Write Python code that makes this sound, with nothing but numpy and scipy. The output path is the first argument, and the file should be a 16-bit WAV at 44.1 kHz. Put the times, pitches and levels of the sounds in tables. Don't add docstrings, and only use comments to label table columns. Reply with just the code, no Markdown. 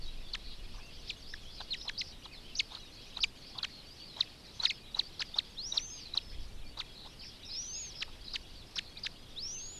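import sys
import numpy as np
from scipy import signal
from scipy.fft import rfft, irfft, next_fast_len
from scipy.io import wavfile
from scipy.ndimage import uniform_filter1d, map_coordinates

SR = 44100
rng = np.random.default_rng(int(sys.argv[2]) if len(sys.argv) > 2 else 0)


def store_wav(level_fs):
    pcm = np.round(np.clip(np.atleast_2d(level_fs), -1, 1) * 32767)
    wavfile.write(sys.argv[1], SR, pcm.T.astype(np.int16))


N = 431738

# (pitch [Hz], rms level [dB])
WHINE_TONES = [(9130, -87.5), (10880, -87), (11741, -91), (13297, -99)]
# (frequency [Hz], relative density [dB])
HISS_SPECTRUM = [(35, -13), (60, 0), (360, -9.5), (473, -12.5), (1540, -21), (2270, -20.5), (2480, -20.5),
                 (3820, -19.5), (4380, -36), (5010, -27.5), (6890, -29), (11100, -31.5), (13600, -37.5)]
# (frequency [Hz], relative density [dB])
WIND_SPECTRUM = [(7.1, -18), (12, 2.5), (21, -1), (30, -6), (59, -15.5), (150, -33.5), (200, -57),
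                 (330, -120)]
# (time [s], level [dB])
WIND_LEVEL = [(0.0, -44), (4.14, -58.5), (6.19, -53.5), (6.38, -35.5), (7.14, -56), (8.37, -48),
              (9.79, -57)]
CAMERA_TOP_HZ = 13720

# (frequency [Hz], relative density [dB])
CHORUS_SPECTRUM = [(880, -36), (1500, -20), (2790, -2.5), (3340, -2.5), (3990, 2), (4520, 2), (5300, -0.5),
                   (6260, -14), (7800, -31), (10100, -61), (17200, -120)]
# (time [s], level [dB])
CHORUS_LEVEL = [(0.0, -56.5), (6.11, -56.5), (6.6, -60), (7.88, -54), (8.1, -57.5), (9.79, -59.5)]
# (start [s], length [s], start pitch [Hz], end pitch [Hz],
# mid-note rise over the straight glide [Hz], level [dB], roughness [0 clear, 1 rough])
FAR_NOTES = [(0.016, 0.033, 4550, 4220, 15, -53, 0.24), (0.059, 0.039, 3870, 3890, -60, -53, 0.2),
             (0.224, 0.1, 3530, 3330, 120, -60, .1), (0.441, 0.1, 4370, 4010, -140, -55.5, 0.93),
             (.79, .11, 2340, 2610, 249, -62, 0), (.96, .04, 3140, 2760, 180, -61, .03),
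             (1.073, 0.06, 3950, 4040, -200, -54, 0.8), (1.245, .12, 3450, 4670, 1250, -57, 0.75),
             (1.449, 0.07, 2990, 3460, 170, -56.5, 0.1), (1.504, 0.094, 3910, 4320, 1000, -57, .7),
             (1.578, 0.04, 4440, 5080, -750, -51.5, 0.08), (1.699, .077, 2900, 3150, -40, -58, 0.06),
             (1.768, 0.09, 4500, 5210, 700, -55.5, .7), (1.803, .065, 5100, 5050, 11, -55, 0),
             (1.95, .03, 4300, 3940, -200, -58, .03), (2.024, .11, 4850, 3570, 846, -56, 1.07),
             (2.31, 0.042, 2510, 1800, 252, -59, .03), (2.323, 0.067, 4750, 3530, -100, -56, 0.3),
             (2.441, .092, 2860, 2640, 423, -58, 0.1), (2.72, .17, 4270, 3550, 100, -60, 0.01),
             (2.918, .11, 4240, 4030, 299, -59, 0.93), (3.125, .04, 2500, 4200, 300, -56, 0.2),
             (3.408, 0.14, 4350, 4580, 250, -58, 1.04), (3.552, 0.11, 3570, 3240, 54, -58, 0),
             (3.698, 0.11, 4390, 4170, 18, -57, 0.24), (3.867, 0.077, 4470, 5060, -35, -58.5, .1),
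             (3.98, 0.11, 4260, 4630, 178, -56, 0.1), (4.08, 0.073, 4370, 3880, -78, -57, .03),
             (4.434, .08, 4920, 4180, -600, -60, 0), (4.72, .06, 5190, 5150, 13, -64, .03),
             (4.81, .08, 2450, 2400, 15, -69, 0), (4.833, .09, 3970, 3590, 100, -60, .1),
             (5.03, .045, 4510, 4750, 30, -54, 0.1), (5.125, .04, 4300, 2900, -50, -64, 0.1),
             (5.25, .05, 4900, 4600, -50, -59, 0.26), (5.9, 0.14, 5270, 4620, -61, -57, 0.09),
             (6.029, 0.054, 4460, 3900, 52, -52.5, .1), (6.21, 0.14, 5230, 5180, 17, -63, .2),
             (6.63, .045, 2460, 2330, -15, -64.5, 0), (6.656, 0.047, 4240, 4480, 230, -59, 0.06),
             (6.949, .12, 4120, 3860, 16, -54.5, 0.84), (7.192, .11, 4600, 5010, 319, -53.5, .97),
             (7.21, 0.044, 3260, 1780, 247, -56.5, 0), (7.429, .027, 3780, 4190, -250, -50.5, 0.85),
             (7.448, 0.084, 5220, 4730, 322, -54, 0.9), (7.508, .047, 4130, 3430, 450, -52, .1),
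             (7.621, 0.19, 3460, 2560, -100, -61, 0.11), (7.73, .055, 5020, 4960, 80, -48.5, 0.15),
             (7.952, 0.075, 5190, 4780, 277, -51.5, .4), (8.242, 0.11, 4720, 3590, 51, -53, 1.07),
             (8.552, .085, 4730, 3220, 348, -58, .15), (8.86, 0.04, 3990, 3810, 300, -58, 0.93),
             (8.957, 0.034, 2290, 1940, 348, -59, .03), (9.54, .046, 3060, 2570, -28, -58, .03),
             (9.581, .13, 4350, 4310, 70, -57.5, 0.93)]
CLEAR_TRILL_HZ, ROUGH_TRILL_HZ, CLEAR_SHAKE_HZ, ROUGH_SHAKE_HZ = 55.6, 84.4, 35, 333

# (start [s], chick, length [s], level [dB], beak ring over throat ring [dB])
RASP_EVENTS = [(0.343, "B", 0.012, -40.5, -6), (0.738, "A", 0.068, -52, -12),
               (1.603, "A", 0.015, -36.5, -6.5), (1.851, "A", 0.046, -45, -4), (2.256, "A", .011, -40, -12),
               (2.708, "A", 0.069, -48, 2), (3.165, "A", .028, -41.5, -1), (3.238, "C", 0.0077, -42, -8),
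               (3.545, "A", .061, -44, -9), (3.632, "B", 0.02, -35.5, -1), (4.164, "A", .05, -41.5, -1),
               (4.594, "A", 0.05, -47, 6), (4.632, "B", 0.029, -36, 3), (4.955, "A", 0.046, -41, 1),
               (5.198, "B", 0.024, -39, 2), (5.355, "A", 0.034, -39, -1.5), (5.73, "A", .048, -42, 2.5),
               (6.145, "A", 0.032, -41.5, 1), (6.767, "A", 0.044, -41.5, -.5), (7.048, "A", 0.028, -48, 3),
               (8.011, "B", .02, -38, 0), (8.078, "A", .018, -47.5, -6), (8.34, "B", 0.019, -39.5, 2),
               (8.76, "B", 0.028, -39.5, 3), (9.048, "B", .016, -43, 5)]
CHICK_TRAITS = {"A": (1.06, 0.26, 0.7, 0.9444, 3.5, 3946, 0.35, .46, -24, -32.5, 956),
                "B": (1.04, 0.4, 0.47, 1.02, -1.5, 3040, 0.67, .92, -7.5, -19, 1376),
                "C": (0.85, 0.42, 0.67, 1.04, -1, 3778, 0.6, .97, -4, -13.5, 1036),
                "D": (0.96, 0.27, 0.71, 0.92, 3, 3680, 0.62, .88, -5.5, -15, 1040)}
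# (frequency [Hz], relative gain [dB])
THROAT_GAIN = [(1500, 3.5), (2500, -1.5), (3300, -2), (4000, 13), (5000, -2), (6000, -2.5), (7000, -4),
               (8500, -13), (10000, -24), (14000, -60)]
# (multiple of the pitch, level before the throat and call settings [dB])
SYRINX_OVERTONES = [(2, -10), (3, -14.5)]
# (pitch [Hz], overtone gain [dB])
SLAP_GAIN = [(2600, -0.5), (3600, -11.5)]
# (pitch [Hz], breath gain [dB])
BREATH_GAIN = [(4300, -11.5), (5200, 7)]
# (start [s], end [s])
HOARSE_SPANS = [(5.62, 5.632), (5.672, 5.72), (5.79, 5.815), (5.868, 5.902), (7.52, 7.57), (7.61, 7.68),
                (9.4, 9.43), (9.475, 9.55)]
# (loudest time [s], chick, level [dB], lead-in [s], top pitch [Hz], lead-in over level [dB],
# fall [s], last pitch [Hz], tail gain [dB])
CHIP_EVENTS = [(.3493, "B", -35, 0.0081, 3350, -6, 0.01, 1650, 2.5),
               (1.1, "C", -34, 0.026, 5230, -16.5, .013, 2310, 0.9),
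               (1.6058, "A", -36, .006, 4470, -22, 0.013, 2500, 10),
               (1.7337, "D", -34, .027, 4350, -3.5, .022, 1816, -2.5),
               (1.8923, "B", -36.5, 0.0087, 3500, -2, 0.0094, 1560, 8.5),
               (2.0115, "C", -32.5, .033, 5170, -4.5, 0.012, 1990, -1.5),
               (2.257, "A", -42.5, .007, 4300, -8, 0.011, 2660, 18),
               (2.752, "A", -38, 0.0029, 4470, -4, 0.01, 2530, 15),
               (2.5975, "C", -25, .037, 6150, -17, 0.013, 2200, 0.8),
               (3.172, "A", -29.5, 0.0069, 4210, -17, .014, 2300, 2),
               (3.2362, "C", -22.5, 0.032, 5210, -16, .013, 2260, 0),
               (3.5875, "A", -30, 0.0064, 4720, -13, 0.01, 2460, 12),
               (3.6468, "B", -30, 0.013, 3270, -11, 0.0088, 1580, -3.5),
               (4.2096, "A", -18, .029, 6860, -50, .026, 1760, -2.5),
               (4.655, "A", -17, .031, 5940, -34, .017, 1670, 7),
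               (4.6998, "D", -30, 0.028, 5150, -13.5, 0.016, 2020, 2),
               (4.996, "A", -18, 0.034, 6000, -40.5, 0.022, 1700, -2),
               (5.22, "B", -30.5, .0165, 4900, -6, 0.0094, 1600, .4),
               (5.3888, "A", -17.5, 0.029, 5670, -37, 0.019, 1700, -1.3),
               (5.779, "A", -20.5, 0.037, 5840, -27.5, 0.024, 1710, 0.5),
               (6.1767, "A", -19, .024, 5580, -35, 0.015, 2400, 3),
               (6.8011, "A", -31, .012, 4750, -13.5, .02, 1740, 14.5),
               (8.0253, "B", -29.5, 0.011, 4010, -11, .0095, 1720, -3.5),
               (8.3597, "B", -29.5, .015, 4650, -9.5, 0.0087, 1720, -6),
               (8.7893, "B", -28.5, 0.026, 5250, -13, 0.0076, 1570, -4),
               (9.0657, "B", -31, 0.02, 4860, -10, 0.0072, 1620, 1.5)]
# (loudest time [s], pitch [Hz], level [dB], glide [Hz/s], release [s])
PIP_EVENTS = [(0.3376, 4420, -29, -170000, .005), (1.3404, 1760, -34.5, -75000, 0.0036),
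              (1.8148, 3740, -40, 100000, .011), (1.8817, 4100, -30, -60000, 0.0054),
              (2.555, 4800, -34.5, -180000, 0.0061), (3.632, 4250, -25, -220000, 0.0037),
              (4.1693, 3920, -39, 5000, 0.0036), (4.602, 3990, -28.5, 30000, 0.0094),
              (4.6373, 4420, -26, -30000, 0.0087), (4.671, 2220, -42, -57000, 0.0094),
              (4.72, 2520, -45, -42000, 0.0072), (4.949, 3850, -27.5, -10000, 0.004),
              (5.1974, 4270, -29, -170000, 0.0033), (5.3443, 3650, -35, 5000, 0.008),
              (5.7248, 3880, -27, 5000, 0.0043), (6.141, 3950, -30, 5000, .004),
              (6.7758, 3870, -41, 20000, .008), (8.0078, 4840, -37, -200000, 0.007),
              (8.284, 4030, -35, -5000, .002), (8.3376, 5000, -34, -170000, 0.0097),
              (8.7603, 5180, -35.5, -200000, 0.0056), (8.9725, 3690, -43, 65000, 0.027),
              (9.038, 4730, -33, -100000, 0.01)]
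PIP_ATTACK_S, PIP_START_DB, PIP_END_DB = .005, -24, -14.5
# (time [s], pitch [Hz], level [dB])
WHISTLE_TRACKS = [
    [(5.566, 3130, -56), (5.592, 4070, -38.5), (5.62, 4440, -43.5), (5.67, 5700, -40), (5.725, 5880, -45),
     (5.745, 5300, -50), (5.77, 5520, -46), (5.826, 6150, -44.5), (5.938, 6450, -48), (5.992, 6300, -55),
     (6.04, 4380, -55)],
    [(7.488, 3810, -52), (7.508, 4060, -46), (7.52, 4910, -44), (7.575, 5370, -38), (7.602, 5800, -38.5),
     (7.638, 5870, -43.5), (7.708, 6180, -44), (7.806, 6780, -43.5), (7.89, 6220, -49), (7.935, 3900, -56)],
    [(9.36, 3170, -51), (9.386, 3870, -39.5), (9.406, 4540, -43.5), (9.444, 5420, -39),
     (9.496, 5660, -40.5), (9.552, 6190, -42.5), (9.63, 6470, -47), (9.704, 6840, -49),
     (9.744, 6980, -51.5), (9.788, 6760, -48)],
]


def amp(db):
    return 10 ** (np.asarray(db) / 20)


def unit(x):
    return x / np.sqrt(np.mean(x ** 2) + 1e-20)


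def along(points, hz):
    point_hz, values = np.transpose(points)
    return np.interp(np.log(hz + 1), np.log(point_hz + 1), values)


def curve(rows):
    return np.interp(np.arange(N) / SR, *np.transpose(rows))


def wobble(rate_hz, size=N):
    knots = rng.standard_normal(int(size * rate_hz / SR) + 4)
    return map_coordinates(knots, [np.arange(size) * rate_hz / SR])


def filtered(x, response):
    size = next_fast_len(N + SR // 2)
    return irfft(rfft(x, size) * response(np.fft.rfftfreq(size, 1 / SR)), size)[:N]


def noise(spectrum):
    return unit(filtered(rng.standard_normal(N), lambda hz: amp(along(spectrum, hz))))


def add(out, start_s, sound):
    part = out[round(start_s * SR):][:len(sound)]
    part += sound[:len(part)]


def scattered(x, t60_s):
    t = np.arange(SR // 4) / SR
    tail = rng.standard_normal(len(t)) * amp(-60 * t / t60_s)
    return signal.fftconvolve(x, tail / np.linalg.norm(tail))[:N]


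def whine(hz, db):
    drifting_hz = hz + 3 * wobble(4.5)
    return np.sqrt(2) * amp(db) * np.sin(2 * np.pi * np.cumsum(drifting_hz) / SR)


def camera():
    return amp(-56.5) * noise(HISS_SPECTRUM) + sum(whine(*row) for row in WHINE_TONES)


def wind():
    lumps = amp(1.95 * wobble(8))
    return amp(curve(WIND_LEVEL)) * unit(noise(WIND_SPECTRUM) * lumps)


def note(length_s, start_hz, middle_hz, end_hz, trill_hz, shake_hz):
    u = np.linspace(0, 1, round(length_s * SR))
    hz = start_hz * (1 - u) * (1 - 2 * u) + 4 * middle_hz * u * (1 - u) + end_hz * u * (2 * u - 1)
    hz += shake_hz * wobble(350, size=len(u))
    throb = 1 - 0.32 * np.cos(2 * np.pi * trill_hz * length_s * u)
    envelope = np.sin(np.pi * u) ** 0.1
    return np.sqrt(2) * np.sin(2 * np.pi * np.cumsum(hz) / SR) * throb * envelope


def clear_notes():
    out = np.zeros(N)
    for start_s, length_s, start_hz, end_hz, arch_hz, db, rough in FAR_NOTES:
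        trill_hz = CLEAR_TRILL_HZ + rough * (ROUGH_TRILL_HZ - CLEAR_TRILL_HZ)
        shake_hz = CLEAR_SHAKE_HZ + rough * (ROUGH_SHAKE_HZ - CLEAR_SHAKE_HZ)
        middle_hz = (start_hz + end_hz) / 2 + arch_hz
        add(out, start_s, amp(db) * note(length_s, start_hz, middle_hz, end_hz, trill_hz, shake_hz))
    return out


def far_chorus():
    crowd = np.zeros(N)
    draws = rng.standard_normal((1300, 6))
    starts_s = rng.random(len(draws)) * N / SR
    for start_s, (pitch, rise, fall, stretch, loudness, shake) in zip(starts_s, draws):
        hz = np.clip(3900 * np.exp(.26 * pitch), 2300, 6200)
        start_hz = hz * np.exp(0.1213 * rise - .1)
        end_hz = hz * np.exp(0.121 * fall - .12)
        length_s = .028 * np.exp(.4 * stretch)
        sung = note(length_s, start_hz, hz, end_hz, trill_hz=61.4, shake_hz=90 * np.exp(0.702 * shake))
        add(crowd, start_s, amp(2.5 * loudness + .4 * along(CHORUS_SPECTRUM, hz)) * sung)
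    blurred = unit(crowd) + amp(5.0) * unit(scattered(crowd, t60_s=0.061))
    haze = noise(CHORUS_SPECTRUM) * amp(2.9 * wobble(11))
    return amp(curve(CHORUS_LEVEL)) * unit(unit(blurred) + amp(-4.0) * haze)


def songbirds():
    clear = clear_notes()
    return clear + amp(-2.5) * scattered(clear, t60_s=0.14) + far_chorus()


def rasp(chick, length_s, db, beak_db):
    throat_hz = CHICK_TRAITS[chick][-1]
    gap, strength, detune = rng.standard_normal((3, 40, 1))
    click_s = np.cumsum(.003 * np.exp(.45 * gap), axis=0) - .003
    t = np.arange(round((length_s + .012) * SR)) / SR
    age_s = np.maximum(t - click_s, 0)
    size = amp(2.5 * strength) * (click_s < length_s)
    opening = 0.874 + 0.34 * click_s / length_s
    low_hz = throat_hz * opening * np.exp(.18 * detune)
    high_hz = 3900 * np.exp(0.11 * detune)
    low = np.sin(2 * np.pi * low_hz * age_s) * amp(-60 * age_s / 0.015)
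    high = np.sin(2 * np.pi * high_hz * age_s) * amp(beak_db - 60 * age_s / 0.023)
    crackle = amp(4.2 * wobble(450, size=len(t))) * (t < length_s)
    air = amp(beak_db - 8.0) * rng.standard_normal(len(t)) * crackle
    return amp(db) * (np.sum(size * (low + high), axis=0) + air)


def small_throat(hz):
    highpass = (1j * hz / 550 / (1 + 1j * hz / 550)) ** 2
    return highpass / (1 + 1j * hz / 9000) ** 6


def rasps():
    out = np.zeros(N)
    for start_s, *settings in RASP_EVENTS:
        add(out, start_s, rasp(*settings))
    return filtered(out, small_throat)


def voice(track, overtone_db, breath_db, shimmer_db, fade_s):
    s, hz, db = np.transpose(track)
    t = np.arange(s[0], s[-1], 1 / SR)
    hz, db = (uniform_filter1d(np.interp(t, s, v), size=70, mode="nearest") for v in (hz, db))
    hoarse = sum((t > start) & (t < end) for start, end in HOARSE_SPANS)
    waver_hz = 30 * wobble(60, size=len(t))
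    flutter_hz = (15 + 105 * hoarse) * wobble(350, size=len(t))
    phase = 2 * np.pi * (np.cumsum(hz + waver_hz + flutter_hz) / SR + rng.random())
    breath = amp(breath_db + along(BREATH_GAIN, hz) + 13.0 * hoarse) * wobble(1900, size=len(t))
    shimmer = amp(shimmer_db * wobble(170.5, size=len(t)) - 2.0 * hoarse)
    tone = np.sin(phase) * (shimmer + breath)
    for k, level_db in SYRINX_OVERTONES:
        throat_db = along(THROAT_GAIN, k * hz) - along(THROAT_GAIN, hz)
        lift_db = throat_db + along(SLAP_GAIN, hz)
        tone += amp(level_db + overtone_db + lift_db) * np.sin(k * phase)
    edges = np.clip(np.minimum(t - s[0], s[-1] - t) / fade_s, 0, 1)
    return np.sqrt(2) * amp(db) * edges * tone


def whistles():
    out = np.zeros(N)
    for track in WHISTLE_TRACKS:
        add(out, track[0][0], voice(track, overtone_db=-3, breath_db=-32.5, shimmer_db=0.5, fade_s=0.0018))
    return out


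def pip(peak_s, hz, db, glide_hz_per_s, release_s):
    return [(peak_s - PIP_ATTACK_S, hz - glide_hz_per_s * PIP_ATTACK_S, db + PIP_START_DB),
            (peak_s, hz, db),
            (peak_s + release_s, hz + glide_hz_per_s * release_s, db + PIP_END_DB)]


def chip(peak_s, chick, db, lead_s, top_hz, lead_db, fall_s, last_hz, tail_db):
    first, reach, leave, sag, dip_db, loud_hz, knee, depth, knee_db, last_db, _ = CHICK_TRAITS[chick]
    start_s = peak_s - lead_s
    return [(start_s, first * top_hz, db + lead_db),
            (start_s + reach * lead_s, top_hz, db + lead_db),
            (start_s + leave * lead_s, sag * top_hz, db + lead_db + dip_db),
            (peak_s, loud_hz, db),
            (peak_s + knee * fall_s, loud_hz + depth * (last_hz - loud_hz), db + knee_db + tail_db),
            (peak_s + fall_s, last_hz, db + last_db + tail_db)]


def chips_and_pips():
    out = np.zeros(N)
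    for track in [chip(*row) for row in CHIP_EVENTS] + [pip(*row) for row in PIP_EVENTS]:
        add(out, track[0][0], voice(track, overtone_db=2.0, breath_db=-11.5, shimmer_db=0.5, fade_s=0.00052))
    return out


def scene():
    chicks = rasps() + whistles() + chips_and_pips()
    straw = amp(-18) * scattered(chicks, t60_s=.04)
    mono = camera() + wind() + songbirds() + straw + chicks
    return np.array([mono, mono])


def record(dry):
    return np.array([filtered(x, lambda hz: hz < CAMERA_TOP_HZ) for x in dry])


dry = scene()
out = record(dry)
store_wav(out)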